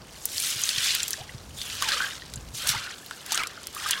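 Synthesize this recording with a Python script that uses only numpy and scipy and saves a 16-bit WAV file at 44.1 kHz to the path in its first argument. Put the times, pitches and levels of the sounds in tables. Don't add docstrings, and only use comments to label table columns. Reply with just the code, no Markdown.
import sys
import numpy as np
from scipy import signal
from scipy.fft import rfft, irfft, next_fast_len
from scipy.io import wavfile
from scipy.ndimage import map_coordinates

SR = 44100
rng = np.random.default_rng(int(sys.argv[2]) if len(sys.argv) > 2 else 0)


def waveform_to_disk(signal):
    frames = np.transpose(np.atleast_2d(signal))
    scaled = np.clip(frames, -1, 1) * 32767
    samples = np.round(scaled).astype(np.int16)
    wavfile.write(sys.argv[1], SR, samples)


N = 176400


def amp(db):
    return 10 ** (np.asarray(db) / 20)


def unit(x):
    return x / np.sqrt(np.mean(x ** 2) + 1e-20)


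def curves(rows):
    times, *columns = np.transpose(rows)
    return [np.interp(np.arange(N) / SR, times, column) for column in columns]


def wobble(per_s):
    knots = rng.standard_normal(int(N * per_s / SR) + 4)
    return map_coordinates(knots, [np.arange(N) * per_s / SR])


def filtered(x, response):
    size = next_fast_len(N + 8192)
    return irfft(rfft(x, size) * response(np.fft.rfftfreq(size, 1 / SR)), size)[:N]


def coloured(x, colour):
    points_hz, db = np.transpose(colour)
    return unit(filtered(x, lambda hz: amp(np.interp(np.log(hz + 1), np.log(points_hz), db))))


def noise(colour):
    return coloured(rng.standard_normal(N), colour)


def add(track, start_s, sound):
    part = track[max(round(start_s * SR), 0):][:len(sound)]
    part += sound[:len(part)]


def scattered(x, tail_db, t60_s):
    size = 1024
    blocks = np.pad(x, (0, -len(x) % size)).reshape(-1, size)
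    t = np.arange(2 * size) / SR
    tails = rng.standard_normal((len(blocks), len(t))) * amp(-60 * t / t60_s) * (t > .0004)
    wet = signal.fftconvolve(blocks, tails / np.linalg.norm(tails, axis=1, keepdims=True), axes=1)
    at = size * np.arange(len(blocks))[:, None] + np.arange(wet.shape[1])
    return x + amp(tail_db) * np.bincount(at.ravel(), wet.ravel())[:len(x)]


def grains(per_s, band_hz, cycles, spread_db, samples, rise=0, level_db=None):
    busy_db = -31
    low_hz, high_hz = band_hz
    when, pitch, strength, life, chance = rng.random((int(per_s * N / SR), 5)).T[:, :, None]
    start = (when * N).astype(int)
    share = 1 if level_db is None else np.minimum(amp(level_db[start] - busy_db), 1)
    hz = low_hz * (high_hz / low_hz) ** pitch
    t = np.arange(samples) / SR
    age = t * hz / (cycles * (.5 + life))
    gain = amp(-spread_db * np.log(strength + .02)) * hz / high_hz
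    gain *= (chance < share) / np.sqrt(share)
    rings = gain * amp(-60 * age) * np.sin(2 * np.pi * hz * t * (1 + rise * np.minimum(age, 2) / 2))
    at = start + np.arange(samples)
    shower = np.bincount(at.ravel(), rings.ravel(), N)[:N]
    return scattered(shower, tail_db=-2.5, t60_s=0.026)


# (frequency [Hz], level [dB])
AMBIENCE_COLOUR = [(20, -42), (110, -1.5), (500, -2.5), (900, -5.5), (2000, -13.5), (6000, -14.5),
                   (10000, -27), (16000, -29)]
def ambience():
    return amp(-50.5) * noise(AMBIENCE_COLOUR)


# (time [s], level [dB])
RUMBLE_LEVEL = [(0, -48.5), (.3, -58.5), (1.1, -54.5), (1.55, -45.5), (2.1, -57.5), (2.42, -42), (2.6, -52),
                (2.76, -46.5), (2.9, -61), (4, -58)]
# (frequency [Hz], level [dB])
RUMBLE_COLOUR = [(20, -34), (45, -1.5), (75, 2.5), (140, -4.5), (250, -13.5), (600, -71)]
def rumble():
    return amp(curves(RUMBLE_LEVEL)[0]) * noise(RUMBLE_COLOUR)


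# (time [s], relative level [dB])
THUDS = [(0.559, -44.5), (0.777, -42.5), (1.208, -43.5), (1.346, -38), (2.37, -41), (2.538, -42.5),
         (2.696, -40), (2.757, -42)]
def thuds():
    start_hz, sag_per_s, attack_s, t60_s = 127, 6.6, 0.0031, 0.055
    out, t = np.zeros(N), np.arange(SR // 5) / SR
    phase = 2 * np.pi * np.cumsum(start_hz * np.exp(-sag_per_s * t)) / SR
    envelope = (1 - np.exp(-t / attack_s)) * amp(-60 * t / t60_s)
    for start_s, db in THUDS:
        add(out, start_s, amp(db + 15) * envelope * np.sin(phase))
    return out


BUBBLE_RISE = 0.23
def settling():
    drips = grains(per_s=66, band_hz=(1050, 4800), cycles=24, spread_db=-0.5, samples=1000,
                   rise=BUBBLE_RISE)
    ticks = grains(per_s=60, band_hz=(3300, 9200), cycles=5.8, spread_db=3.5, samples=100)
    return amp(-59) * unit(drips) + amp(-57.5) * unit(ticks)


# (time [s], length [s], level [dB], first pitch [Hz], last pitch [Hz])
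GULPS = [(1.179, 0.038, -44.5, 606, 773), (1.572, 0.13, -41.5, 3650, 3010),
         (1.814, 0.068, -39.5, 1145, 787), (1.825, .028, -34, 1360, 2620), (1.885, 0.081, -47, 760, 448),
         (1.883, .05, -32.5, 1494, 1670), (2.004, .045, -31.5, 1475, 1635), (2.633, 0.03, -48, 523, 654),
         (2.733, 0.035, -37.5, 827, 1086), (3.375, 0.043, -32.5, 1405, 1190),
         (3.389, 0.03, -32.5, 2470, 2080), (3.924, .085, -40.5, 1560, 1620)]
def gulps():
    bubbles_per_s, ring_cycles, pitch_scatter = 260, 61, 0.053
    out, t = np.zeros(N), np.arange(SR // 20) / SR
    for start_s, length_s, db, first_hz, last_hz in GULPS:
        count = max(int(length_s * bubbles_per_s), 2)
        run = np.zeros(round(length_s * SR) + len(t))
        for k, (late, detune, strength) in enumerate(rng.uniform(-0.923, 1, (64, 3))[:count]):
            progress = (k + .5 + late / 2) / count
            hz = first_hz * (last_hz / first_hz) ** progress * (1 + pitch_scatter * detune)
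            age = t * hz / ring_cycles
            ring = np.sin(2 * np.pi * hz * t * (1 + BUBBLE_RISE * age / 2))
            add(run, progress * length_s, amp(5.1 * strength - 60 * age) * ring)
        rms = np.sqrt(np.sum(run ** 2) / (length_s * SR))
        add(out, start_s, amp(db) * run / rms)
    return out


# (time [s], level [dB], pitch [Hz])
PLOPS = [(1.139, -25.5, 1780), (1.293, -28, 1920), (1.822, -20, 1134), (2.004, -13, 1438),
         (2.221, -29, 1790), (3.11, -23.5, 1385), (3.319, -28.5, 860), (3.435, -14.5, 2240),
         (3.576, -29.5, 1360), (3.765, -27.5, 1180), (3.86, -21, 1180)]
def plops():
    ring_cycles, rise, attack_s = 35.6, 0.2, 0.00072
    out, t = np.zeros(N), np.arange(SR // 10) / SR
    for start_s, db, hz in PLOPS:
        age = t * hz / ring_cycles
        ring = np.sin(2 * np.pi * hz * t * (1 + rise * age / 2))
        add(out, start_s, amp(db - 60 * age) * (1 - np.exp(-t / attack_s)) * ring)
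    return scattered(out, tail_db=-3, t60_s=0.02)


# (frequency [Hz], level [dB])
GURGLE_COLOUR = [(300, -26), (850, -13), (1200, -1), (1600, 1.5), (2200, -7), (3500, -7.5), (7000, -43)]
def gurgle(level_db):
    bubbles = grains(per_s=700, band_hz=(631, 3464), cycles=36, spread_db=2.5, samples=2000,
                     rise=BUBBLE_RISE)
    wash = amp(-11) * noise(GURGLE_COLOUR)
    return amp(level_db) * (amp(-2.5) * coloured(bubbles, GURGLE_COLOUR) + wash)


# (frequency [Hz], level [dB])
SWISH_COLOUR = [(1500, -43), (4000, 4), (7000, 6), (9000, 4.5), (12000, 2), (16000, -2.5)]
def swish(level_db):
    ticks = grains(per_s=5300, band_hz=(4830, 13500), cycles=4.2, spread_db=5.5, samples=80)
    hiss = amp(-9) * noise(SWISH_COLOUR)
    return amp(level_db) * (amp(0.5) * coloured(ticks, SWISH_COLOUR) + hiss)


# (time [s], relative level [dB], pitch [Hz], bandwidth [x pitch])
CLACKS = [(0.2553, -4.5, 10800, 0.8), (0.381, -12, 5280, 0.83), (0.4005, -15, 8960, 0.67),
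          (0.6368, -11.5, 6200, 0.25), (0.691, -9, 3960, 0.96), (0.7822, -12.5, 3680, 1),
          (0.9501, -4.5, 7860, 4.4), (1.003, -15, 3740, 0.75), (1.0315, -11.5, 6600, 0.6),
          (1.081, -13, 7500, 2.5), (1.107, -10.5, 8950, 1.15), (1.1317, -14, 5230, 0.71),
          (1.6161, -19, 3770, 0.79), (1.7, -21.5, 3170, 0.57), (1.8233, -10, 4200, 1.5),
          (1.888, -11.5, 3740, 1.6), (1.9195, -16.5, 4320, 0.22), (1.9276, -18, 3500, 0.3),
          (2.3378, -19.5, 5300, 0.97), (2.3586, -22, 7450, 0.25), (2.6726, -9, 7120, 2.1),
          (2.6911, -7.5, 4940, 1.1), (3.0624, -27, 11800, 0.8), (3.11, -21.5, 3180, 1.9),
          (3.263, -20, 7500, 2.5), (3.321, -8, 4960, 1), (3.3263, -14, 7500, 1.3),
          (3.3457, -14.5, 6740, 0.49), (3.3547, -16.5, 7500, 0.51), (3.3759, -9.5, 2300, 2.16),
          (3.435, -16.5, 3400, 1.7), (3.4713, -17.5, 5960, 0.63), (3.6702, -17, 6100, 2.3),
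          (3.749, -18, 10000, 1.9), (3.8885, -16, 7000, 1.6), (3.9092, -5.5, 7000, 1.4),
          (3.932, -19, 2990, 0.42)]
def clacks():
    skid_s, skid_db = 0.00051, 1
    out, t = np.zeros(N), np.arange(SR // 200) / SR
    f = np.fft.rfftfreq(2048, 1 / SR)
    for start_s, db, hz, width in CLACKS:
        damping = 1j * f * hz * width
        resonance = damping / (hz ** 2 - f ** 2 + damping)
        click = irfft(resonance ** 2)[:len(t)]
        skid = rng.standard_normal(len(t)) * t * np.exp(-t / skid_s)
        contact = (t == 0) + amp(skid_db) * skid / np.linalg.norm(skid)
        add(out, start_s, amp(db + 1) * np.convolve(click / np.abs(click).max(), contact))
    return scattered(out, tail_db=-4.5, t60_s=0.026)


# (frequency [Hz], level [dB])
RATTLE_COLOUR = [(300, -54), (900, -20.5), (1500, -4), (2200, -3), (3000, 3.5), (4500, 1.5), (7000, -6),
                 (10000, -11.5), (16000, -32)]
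def rattle(level_db):
    knocks = grains(per_s=2400, band_hz=(1560, 9950), cycles=8.8, spread_db=3, samples=256,
                    level_db=level_db)
    scrape = amp(-9.5) * noise(RATTLE_COLOUR)
    return amp(level_db) * (amp(-0.5) * coloured(knocks, RATTLE_COLOUR) + scrape)


# (time [s], rattle level [dB], swish level [dB], gurgle level [dB])
STROKES = [(0.0, -61, -71, -67), (0.19, -51.5, -48.5, -63), (0.41, -35, -32, -54), (0.5, -31.5, -28, -42.5),
           (0.56, -34.5, -38.5, -45), (0.67, -32, -33, -41.5), (0.76, -31.5, -40, -46),
           (0.85, -25, -34, -40), (0.95, -26.5, -36.5, -39.5), (1.02, -36, -43.5, -53),
           (1.12, -40.5, -40, -47.5), (1.22, -45, -56, -49.5), (1.4, -58.5, -58, -59.5),
           (1.53, -63, -55.5, -73), (1.6, -45.5, -43.5, -53), (1.76, -37.5, -42, -44.5),
           (1.92, -26.5, -39, -31), (2.06, -37, -44, -33), (2.25, -50, -59, -55.5), (2.528, -62, -58, -63),
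           (2.55, -42, -38.5, -58), (2.66, -33, -40, -32), (2.695, -27.5, -24, -31.5),
           (2.75, -34, -47, -34.5), (2.9, -40, -54, -40.5), (3.0, -53, -54, -55), (3.25, -49, -52, -50.5),
           (3.33, -30.5, -39.5, -33), (3.41, -37, -46.5, -32.5), (3.48, -47.5, -57.5, -42),
           (3.72, -50, -55, -62), (3.76, -44, -45.5, -40.5), (3.915, -31, -41.5, -29),
           (4.0, -46.5, -53, -39.5)]
def scene():
    rattle_db, swish_db, gurgle_db = curves(STROKES)
    surge_db = 1.15 * wobble(per_s=55)
    stones = rattle(rattle_db + surge_db) + swish(swish_db + surge_db) + clacks()
    water = gurgle(gurgle_db) + plops() + gulps()
    return (stones + water + settling() + thuds() + rumble() + ambience())[None]


def record(dry):
    top_hz = 16100
    return filtered(dry[0], lambda hz: hz < top_hz)[None]


dry = scene()
out = record(dry)
waveform_to_disk(out)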